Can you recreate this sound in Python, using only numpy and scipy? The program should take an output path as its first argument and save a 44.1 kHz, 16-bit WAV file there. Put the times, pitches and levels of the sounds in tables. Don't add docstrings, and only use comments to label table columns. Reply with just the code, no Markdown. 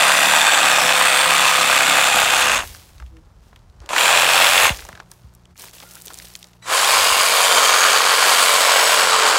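import sys
import numpy as np
from scipy import signal
from scipy.fft import rfft, irfft
from scipy.io import wavfile
from scipy.ndimage import uniform_filter1d

SR = 44100
rng = np.random.default_rng(int(sys.argv[2]) if len(sys.argv) > 2 else 0)


def wav_record(signal):
    frames = np.transpose(np.atleast_2d(signal))
    bounded = np.clip(frames, -1, 1)
    quanta = np.round(bounded * 32767).astype(np.int16)
    wavfile.write(sys.argv[1], SR, quanta)


def level_to_linear(level):
    exponent = np.asarray(level, float) / 20
    return 10 ** exponent


N = 413658
T = np.arange(N) / SR

# t/s, hold/s, level/dB, fade/(dB/s)
GUSTS = [
    (0, .1, -58, 6),
    (2.2, 0.37, -44.5, 7.5),
    (3.049, .08, -49, 34),
    (3.45, .32, -52, 45),
    (4.5, 0.3, -49.5, 30),
    (5.2, 0.18, -56.5, 18),
    (6.9, .2, -48, 50),
    (9.3, 0.079, -56, 17),
]
GUST_RISE_DB_S, CALM_DB = 66, -65
# f/Hz, level/dB
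HUM = [(59.2, -58), (118.4, -57.5), (177.6, -57.5), (242.2, -81), (360.7, -70)]
STILL_DB = (-61, -68, -79)
# t/s, width/s, level/dB
LEAF_DIP = (5.56, 0.023, -15)
# t/s, hold/s, level/dB, tilt from dull to airy/dB, fade/(dB/s)
RUSTLES = [(2.625, 0.04, -42, 7, 59.5), (3.43, 0.025, -63.5, 1, 67.5), (3.82, 0.05, -59.5, -12.5, 149),
           (4.729, 0.028, -39, 3.5, 148), (4.79, .01, -46.5, 5, 84), (4.88, 0.051, -60.5, -10, 112),
           (5.11, 0.018, -60, 9, 97), (5.248, 0.12, -71, 2, 81.5), (5.588, .08, -44.5, 7.5, 300),
           (5.734, 0.55, -50.5, 8, 60), (6.072, .05, -56.5, -3, 58), (6.145, 0.12, -53.5, 8, 128),
           (6.44, .06, -66, -1, 130)]
RUSTLE_RISE_DB_S, AIRY_DB, AIRY_TILT = 799, -7, 0.96
# t/s, peak level/dB, f/Hz
TWIG_SNAPS = [(2.7477, -25.5, 4780), (2.9816, -34, 3300), (3.5917, -44, 4550), (3.6985, -43, 4380),
              (3.8028, -32.5, 2980), (3.8164, -43, 4020), (3.8606, -28.5, 4340), (4.7718, -21, 6460),
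              (4.8506, -22, 6070), (4.888, -26, 6840), (4.9504, -45, 3870), (4.9998, -44, 3910),
              (5.115, -21.5, 6460), (5.2348, -44.5, 4350), (5.35, -31.5, 8770), (5.4548, -35, 3500),
              (5.547, -52, 6600),
              (5.5675, -38, 3990), (5.5958, -25, 7630), (5.6198, -21, 8540), (5.7111, -30, 5220),
               (5.736, -33, 3680), (5.7714, -34, 2820), (5.8018, -22, 4500), (5.8283, -28, 2690),
               (5.9101, -25, 5760), (5.936, -25.5, 8900), (5.9535, -20.5, 7110), (6.0199, -23, 9920),
               (6.0553, -22, 9460), (6.0606, -20, 8760), (6.0812, -18.5, 4120), (6.1246, -31, 4970),
               (6.1421, -19, 6650), (6.187, -19, 6500), (6.1994, -22, 2910), (6.2209, -27, 2620),
               (6.2528, -25, 6000), (6.2708, -30, 2880), (6.3376, -29, 5420), (6.3528, -13.5, 3800),
               (6.3604, -21.5, 8960), (6.3905, -32, 7220), (6.4279, -23, 3920), (6.4425, -25, 3600),
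               (6.4703, -34, 5480), (6.5327, -36, 3300),
              (4.8674, -35, 2480), (4.9214, -36, 2000), (4.9944, -37, 2330), (5.0314, -49, 7500),
               (5.0594, -49, 2350), (5.1364, -40, 7380), (5.1924, -49, 2380), (5.219, -45, 5020),
               (5.2444, -48, 4410), (5.2934, -47, 3010), (5.3374, -43, 8760), (5.3954, -46, 2290),
               (5.5774, -29, 6590), (5.6064, -32, 5610), (5.6444, -23, 6920), (5.6544, -27, 5060),
               (5.6834, -28, 3170), (5.6944, -33, 5400), (5.7514, -28, 8270), (5.7834, -27, 3560),
               (5.8164, -32, 3650), (5.8654, -36, 2720), (5.8894, -30, 5460), (5.9154, -29, 9530),
               (5.9754, -31, 11800), (5.9814, -32, 3410), (6.0144, -26, 6240), (6.0704, -22, 5270),
               (6.1024, -29.5, 3380), (6.1344, -24, 6630), (6.1524, -31, 5850), (6.1744, -25, 6550),
               (6.2244, -25, 7020), (6.2354, -36, 3430), (6.2844, -30, 9650), (6.3014, -33, 3590),
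               (6.3714, -33, 5950), (6.3964, -33, 10100), (6.4534, -42, 5480), (6.4854, -41, 3360),
               (6.5684, -51, 2660), (6.5974, -52, 3920)]
# t/s, peak level/dB, f/Hz
TAPS = [(2.634, -20.5, 840), (2.748, -31, 1540), (3.0, -28.5, 1480), (3.022, -35, 1100), (3.063, -42, 2430),
        (3.168, -39.5, 2310), (3.528, -38.5, 877), (3.56, -35.5, 2480), (5.117, -38, 1096),
        (5.557, -44, 1450), (5.638, -31, 1100), (5.665, -40, 800), (5.804, -35, 1220), (5.824, -32, 980),
        (5.834, -35, 659), (5.967, -35, 1430), (6.103, -31, 1130), (6.111, -33, 1490), (6.066, -41, 420),
        (6.121, -38, 480), (6.626, -35, 1960)]
# t/s, peak level/dB, f/Hz
CLACKS = [(3.891, -17, 2600), (3.906, -14, 1040), (3.932, -8, 1200), (3.963, -3.5, 1550), (3.981, -3, 2350),
          (4.745, -23, 2300), (4.792, -27, 1400), (4.822, -28, 1740), (4.85, -32, 910), (4.889, -25.5, 830),
          (4.928, -28.5, 1700), (4.952, -28, 1500), (4.974, -29, 1200), (5.0, -25.5, 1280),
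          (5.023, -41, 867)]
BURST = 1500
# t/s, level/dB, start f/Hz, end f/Hz, t60/s
THUMPS = [
    (3.012, -26, 90, 61.6, 0.4),
    (3.803, -23, 110, 58, 0.16),
    (4.635, -20, 220, 65.1, 0.099),
    (4.701, -9.5, 376, 50.3, 0.12),
    (4.93, -26, 260, 60, .08),
    (5.24, -25, 238, 60, 0.1),
    (5.51, -32, 150, 70, 0.087),
]
# start t/s, end t/s, start f/Hz, end f/Hz
CREAK = (3.105, 3.225, 165, 158)
# start t/s, end t/s, f/Hz, level/dB
SCRAPE = (5.78, 6.02, 1400, -56)
# t/s, level/dB
TRIGGER = (6.623, -45)
# f/Hz, level/dB
WHINE = [(1970, -2), (3940, 0), (5910, -9), (7880, -9), (9850, -24), (11820, -23)]
# t/s, push level/dB, bite (brightness of the teeth)/dB
CUTS = [
    [(0, -15, -2), (.18, -17, 0.5), (.32, -17.5, 1), (.45, -16.5, -1), (.65, -16, -1), (.8, -18, 0),
     (1.8, -17.5, 0), (2.4, -18, 0.5), (2.555, -19.5, -1)],
    [(3.89, -34.5, -9), (3.925, -27.5, -7.5), (3.99, -20.5, 0), (4.08, -16, -3), (4.18, -17, -2),
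     (4.34, -18, -0.5), (4.42, -16, -1), (4.52, -19, 1.5), (4.645, -16.5, 0)],
    [(6.63, -55, -4), (6.68, -29, -4), (6.73, -19.5, 0.5), (6.9, -17.5, 1.5), (7.35, -18.5, 2.5),
     (7.6, -16, 0), (8.1, -17, -0.5), (8.42, -17, 2.5), (8.7, -17, 0), (8.93, -17.5, 1.5),
     (9.15, -16.5, -3.5), (9.38, -16.5, -3)],
]
# t/s, turns
CRANKS = [
    [(0, .01), (.1, 3.5), (.2, 7.05), (.3, 10.87), (.4, 14.8), (.6, 22.25), (.7, 25.84), (.9, 32.5),
     (1.0, 35.92), (1.2, 42.65), (1.4, 49.51), (1.8, 63.09), (1.9, 66.42), (2.1, 73.34), (2.3, 80.11),
     (2.5, 86.78)],
    [(3.89, .3), (3.92, 1.05), (3.95, 2.07), (4.05, 6.36), (4.25, 14.85), (4.45, 23.82), (4.65, 32.84)],
    [(6.63, .1), (6.68, 1.4), (6.72, 2.8), (6.75, 4.02), (6.85, 8.7), (7.05, 18.35), (7.15, 23.13),
     (7.3, 30.13), (7.5, 39.26), (7.85, 54.86), (8.1, 66.12), (8.35, 77.51), (8.65, 90.87), (8.75, 95.41),
     (9.05, 108.85), (9.25, 117.78), (9.35, 122.15)],
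]
RESTS = [.55, .87, .73]
# blade level/dB, teeth level/dB, chips level/dB
BALANCE_DB = [(-0.74, -5, -12), (1.8, -5.5, -9), (-1.8, -4.5, -11.5)]
BITE_SHARE = (0.57, .55, 1.7)
# f/Hz, level/dB
COLOURS = [
    [(120, -48.5), (200, -21.5), (253, -14), (393, -14.5), (704, 0.5), (1220, 0.5), (2030, -2), (2520, 1),
     (3080, -2.5), (3500, -5), (5320, -18), (7660, -15), (15600, -29.5)],
    [(120, -54), (200, -23.5), (393, -17.5), (555, -7), (1190, -4.5), (2060, -9.5), (2520, -3),
     (3140, -9.5), (3500, -9.5), (5520, -15.5), (7660, -11), (15600, -22)],
    [(120, -57), (200, -26), (379, -16), (480, -6), (876, -5.5), (1070, -1.5), (2030, -10.5), (3140, -6.5),
     (4050, -10.5), (4860, -9.5), (5520, -15), (7800, -11), (15600, -25.5)],
]
# f/Hz, width/Hz, lift level/dB
RINGS = [
    [(1227, 87, 4), (1550, 170, 2.5), (2550, 230, 4.5), (3540, 390, 5.5), (7500, 600, 4), (8660, 250, 4)],
    [(1200, 110, 1.5), (1570, 170, 1.5), (2600, 230, 1), (3380, 230, 4.5), (7600, 400, 2.5)],
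    [(1076, 61, 2.5), (1400, 400, 3.5), (2292, 130, 5.5), (3050, 180, 0.5), (6700, 290, 3),
     (8250, 120, -3.5), (9140, 240, 2.5)],
]
# angle/turn, limb, blade, teeth and chips level/dB
KNOCKS = [
    [(.12, 2, 8, 4, 3), (.22, 0, 4, 0, 2), (.33, 8.5, 9, 7, 7), (.62, 10, 6, 5, 3), (.75, 7, 3, 3, 5),
     (.85, 5, 3, 3, 5)],
    [(.03, 4, 0, 0, 2), (.12, 5, 0, 1, 4), (.32, 2, 0, 2, 2), (.48, 1, 3, -2, 0), (.59, 4, 9, 6, 6),
     (.66, 4, 7, 3, 5), (.93, 5, 2, 2, 3)],
    [(.07, -2, 0, 4, 5), (.11, 4, 0, -2, -2), (.32, 1, 4, 1, 0), (.4, 2, 4, 1, 0), (.48, 1, 1, 5, 6),
     (.58, 2, 1, 2, 1), (.81, 10, 5, 3, 4), (.93, 2, 2, 5, 6)],
]
SHAKE = [
    [-63, -64.5, -53.5, -52, -44, -59, -51, -48, -51.5, -58, -62, -56, -50.5, -52, -36.5],
    [-73, -65.5, -47, -51.5, -59, -47, -48.5, -52.5, -77, -53, -42.5],
    [-71, -78, -80.5, -54.5, -56.5, -50.5, -48.5, -48, -44.5, -39.5, -38.5],
]
BITE_DB = [4.5, 2.5, 2]
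# low f/Hz, high f/Hz, knock, tear, grind and note level/dB, knock tail/s
PARTS = [
    (99.6, 1857, -3.5, -5.5, -2.5, -10, 0.0025),
    (1700, 4510, -1, -3, -1.5, -9, 0.0022),
    (4466, 9500, -5.5, -6, -1, -8.5, .0025),
    (9400, 16500, -3, -6.5, -2, -13, .002),
]
NOTES = 9
BRAKE_S, BRAKE_DB, BRAKE_SLOWS, BRAKE_DULL_DB = .105, 29.5, 0.34, 3.5
REST_DB, REST_TURNS, STRIKE = -4.5, .06, -10
LURCHES = [0.249, .59, .82, 1.25, 1.55, 1.87, 2.129, 2.44, 7.5, 7.95, 8.7, 9.2]
LURCH_RISE_S, LURCH_FADE_S, LURCH_DB, LURCH_THUD_DB = 0.0098, 0.13, 6, -35
GEAR_HZ, GEAR_DB, GEAR_FADE_S = 7300, -7, .4
CHATTER_DB, CHATTER_RATE = .5, 22


def level(x, db=0.):
    return x * level_to_linear(db) / np.sqrt(np.mean(x ** 2) + 1e-30)


def shape(x, gain):
    hz = np.maximum(np.fft.rfftfreq(4096, 1 / SR), 1)
    cepstrum = irfft(np.log(gain(hz) + 1e-5))
    cepstrum[1:2048] *= 2
    cepstrum[2049:] = 0
    impulse = irfft(np.exp(rfft(cepstrum)))
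    return signal.fftconvolve(x, impulse)[:len(x)]


def band(lo_hz, hi_hz, order=4):
    return lambda hz: ((1 + (lo_hz / hz) ** (2 * order)) * (1 + (hz / hi_hz) ** (2 * order))) ** -.5


def ring(x, hz, width_hz):
    r = np.exp(-np.pi * width_hz / SR)
    return signal.lfilter([1, 0, -1], [1, -2 * r * np.cos(2 * np.pi * hz / SR), r * r], x) * (1 - r)


def walk(n, rate):
    k = int(SR / rate)
    steps = np.repeat(rng.standard_normal(n // k + 1), k)
    return level(uniform_filter1d(steps, k)[:n])


def clicks(n, rate, spread_db):
    size = level_to_linear(spread_db * np.minimum(rng.exponential(size=n), 3))
    return (rng.random(n) < rate / SR) * rng.choice([-1, 1], n) * size


def swell(s, hold, db, fade, rise):
    return level_to_linear(db - rise * np.maximum(s - T, 0) - fade * np.maximum(T - s - hold, 0))


def burst(hz, wide, decay):
    t = T[:BURST]
    envelope = np.exp(-t / decay) * (1 - np.exp(-t / 0.00018))
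    x = shape(rng.standard_normal(BURST) * envelope, band(hz / wide, hz * wide, order=3))
    return x / np.abs(x).max()


def place(out, t0, x):
    i = int(t0 * SR)
    return out + np.pad(x, (i, N))[:N]


def air():
    gust_power = sum(swell(*gust, GUST_RISE_DB_S) ** 2 for gust in GUSTS)
    low_db = 10 * np.log10(level_to_linear(CALM_DB) ** 2 + gust_power)
    low = level(shape(rng.standard_normal(N), band(42, 76, order=3))) * level_to_linear(low_db + 1.6 * walk(N, 8.2))
    upper = level(shape(rng.standard_normal(N), band(110, 160, order=3)))
    upper = upper * level_to_linear(-61.0 + 0.24 * (low_db + 54.5))
    hum = sum(level_to_linear(db + 4.0 + 2.5 * walk(N, 5.5)) * np.sin(2 * np.pi * hz * T) for hz, db in HUM)
    hum_gain = np.interp(T, [4.6, 5.0, 5.5, 5.56, 5.65, 6.7, 7.2],
                         [0.047, 0.68, 0.9, 0.079, 0.84, 0.94, 0.33])
    return low + upper + hum * hum_gain


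def leaves():
    out = 0
    brush = level_to_linear(np.where(T < 5.5, .6, 1.8) * walk(N, 140))
    hush = level_to_linear(LEAF_DIP[2] * np.exp(-((T - LEAF_DIP[0]) / LEAF_DIP[1]) ** 2))
    for k, (lo, hi) in enumerate([(250, 1260), (1700, 6500), (7000, 15000)]):
        power = (level_to_linear(STILL_DB[k]) * hush) ** 2
        for s, hold, db, tilt, fade in RUSTLES:
            lift_db = (-tilt, 0, AIRY_DB + AIRY_TILT * tilt)[k]
            power = power + swell(s, hold, db + lift_db, fade * (.9, 1, 1.2)[k], RUSTLE_RISE_DB_S) ** 2
        fine = level(clicks(N, 1200, 4.4), -2.5)
        coarse = level(clicks(N, 240, 4.0), -2.5)
        contact = shape(coarse + fine + rng.standard_normal(N), band(lo, hi, order=3))
        out = out + np.sqrt(power) * level(contact * brush)
    return out


def snaps():
    out = np.zeros(N)
    for s, db, hz in TWIG_SNAPS:
        crack = burst(hz, 1.45, 0.00128)
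        fizz = level_to_linear(-30.0 + hz / 550) * burst(12000, 1.37, 0.00087)
        out[int(s * SR):][:BURST] += level_to_linear(db - 3.0) * (crack + fizz)
    for s, db, hz in TAPS + CLACKS:
        decay = 0.0029 * np.sqrt(1200 / hz)
        knock = burst(hz, 1.0, decay)
        overtone = 0.4 * burst(2.1 * hz, 2.0, 1.2 * decay)
        undertone = 0.34 * burst(0.51 * hz, 2.2, 3.9 * decay)
        out[int(s * SR):][:BURST] += level_to_linear(db - 0.7) * (knock + overtone + undertone)
    return out


def wood():
    out, t = 0, T[:15000]
    for s, db, hz0, hz1, t60 in THUMPS:
        hz = hz1 + (hz0 - hz1) * np.exp(-t / 0.0072)
        envelope = level_to_linear(db - 60 * t / t60) * (1 - np.exp(-t / 0.015))
        out = place(out, s, envelope * np.sin(2 * np.pi * np.cumsum(hz) / SR))
    s0, s1, hz0, hz1 = CREAK
    n = int((s1 - s0) * SR)
    phase = 2 * np.pi * np.cumsum(np.linspace(hz0, hz1, n)) / SR
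    creak = 0.3 * np.sin(phase) + np.sin(2 * phase) + 0.3 * np.sin(3 * phase)
    out = place(out, s0, level_to_linear(-47.5) * creak * np.hanning(n) ** .5)
    s0, s1, hz, db = SCRAPE
    n = int((s1 - s0) * SR)
    scrape = level(ring(rng.standard_normal(n), hz, 45.), db)
    return place(out, s0, scrape * np.hanning(n) ** .5)


def trigger():
    t = T[:4000]
    whine = sum(level_to_linear(db) * np.sin(2 * np.pi * hz * t) for hz, db in WHINE)
    return place(0, TRIGGER[0], level_to_linear(TRIGGER[1]) * whine * np.exp(-(t / .055) ** 2))


def crank_turns(t, crank, braked):
    s, done = np.transpose(crank)
    stretch = np.clip(np.searchsorted(s, t) - 1, 0, len(s) - 2)
    speed = uniform_filter1d((np.diff(done) / np.diff(s))[stretch], size=2000)
    return done[0] + np.cumsum(speed * (1 - BRAKE_SLOWS * braked)) / SR


def lurching(t):
    since = np.maximum(t[:, None] - LURCHES, 0)
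    return ((1 - np.exp(-since / LURCH_RISE_S)) * np.exp(-since / LURCH_FADE_S)).sum(axis=1)


def saw_parts(turns, rest, knocks, bite_db, body, parts_db):
    n = len(turns)
    from_rest = (turns - rest + .5) % 1 - .5
    moving = level_to_linear(REST_DB * np.exp(-(from_rest / REST_TURNS) ** 2))
    count, knocks = int(turns[-1]) + 1, np.array(knocks)
    chance = rng.standard_normal((count, len(knocks), 2))
    angle = np.arange(count)[:, None] + knocks[:, 0] + .008 * chance[..., 0]
    at = np.clip(np.searchsorted(turns, angle), 0, n - 1)
    tear = clicks(n, 1500, 2.8) * moving
    chatter_db = CHATTER_DB * walk(n, CHATTER_RATE)
    out = 0
    for k, (lo, hi, knock_db, tear_db, grind_db, note_db, tail) in enumerate(PARTS):
        blows = np.zeros(n)
        own_chance = 1.2 * rng.standard_normal(at.shape)
        blows[at] = level_to_linear(1.3 * knocks[:, k + 1] + 1.5 * chance[..., 1] + own_chance)
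        rattle = signal.lfilter([1], [1, -np.exp(-1 / (tail * SR))], blows)
        knock = rattle * rng.standard_normal(n) + STRIKE * blows
        grind = rng.standard_normal(n) * level_to_linear(1.2 * walk(n, 25.05)) * moving
        notes = 0
        for hz in np.geomspace(max(lo, 600), hi, NOTES):
            note_gain = level_to_linear(4.1 * rng.standard_normal(n) + (3.5 + 0.77 * k) * walk(n, 3))
            notes = notes + ring((blows + 0.38 * tear) * note_gain, hz, 130 + 0.0071 * hz)
        drive = level(knock, knock_db + bite_db) + level(tear * (1.1 + level(rattle)), tear_db)
        drive = drive + level(grind, grind_db) + level(notes, note_db + bite_db)
        part = shape(drive, lambda hz: body(hz) * band(lo, hi, order=6)(hz))
        part = part / np.sqrt(uniform_filter1d(part ** 2, 9000))
        out = out + part * level_to_linear(0.04 + 0.55 * k + chatter_db + parts_db[k])
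    return out


def limb_shake(t, turns, shake, limb_db, lurch):
    n, out = len(t), 0
    going = level_to_linear(np.minimum(limb_db - np.median(limb_db), 0))
    for k, db in enumerate(shake):
        gain = level_to_linear(db - 0.7 + LURCH_DB * lurch + 3.0 * walk(n, 6))
        out = out + going * gain * np.sin(2 * np.pi * (k + 1) * turns + .5 * walk(n, 8))
    thud = level(ring(rng.standard_normal(n), 190., 190.), LURCH_THUD_DB)
    return out + thud * going * lurch ** 3 * (t < 3)


def gear_hiss(t):
    hiss = shape(rng.standard_normal(len(t)), band(GEAR_HZ / 1.08, GEAR_HZ * 1.05))
    fresh = t[0] > 0
    return level(hiss, GEAR_DB) * np.exp(-(t - t[0]) / GEAR_FADE_S) * fresh


def cut(table, crank, rest, balance, colour, rings, knocks, shake, bite_db):
    release = table[-1][0]
    t = T[int(table[0][0] * SR):int((release + BRAKE_S) * SR)]
    s, push, bright = np.transpose(table)
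    push_db, bright_db = np.interp(t, s, push), np.interp(t, s, bright)
    braked = np.maximum(t - release, 0) / BRAKE_S
    turns = crank_turns(t, crank, braked)
    limb_db = push_db - BRAKE_DB * braked ** 2
    bite = bright_db - BRAKE_DULL_DB * braked
    parts_db = [limb_db] + [limb_db + db + share * bite for db, share in zip(balance, BITE_SHARE)]
    colour_hz, colour_db = np.transpose(colour)

    def body(hz):
        lift_db = sum(db / (1 + (2 * (hz - c) / w) ** 2) for c, w, db in rings)
        return level_to_linear(np.interp(np.log(hz), np.log(colour_hz), colour_db) + lift_db)

    out = saw_parts(turns, rest, knocks, bite_db, body, parts_db)
    out = out + limb_shake(t, turns, shake, limb_db, lurching(t))
    return place(0, t[0], out + gear_hiss(t) * level_to_linear(limb_db))


def scene():
    background = air() + leaves() + snaps() + wood()
    runs = zip(CUTS, CRANKS, RESTS, BALANCE_DB, COLOURS, RINGS, KNOCKS, SHAKE, BITE_DB)
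    saw = sum(cut(*run) for run in runs)
    return (background + trigger() + saw)[None]


def top_cut(x):
    return signal.sosfilt(signal.butter(12, 16530, fs=SR, output="sos"), x)


def record(dry):
    rounded = 1.05 * np.tanh(dry / 1.05)
    top = signal.ellip(10, .3, 40, 15800, fs=SR, output="sos")
    mix = signal.sosfilt(top, rounded)
    return top_cut(mix)


dry = scene()
out = record(dry)
wav_record(out)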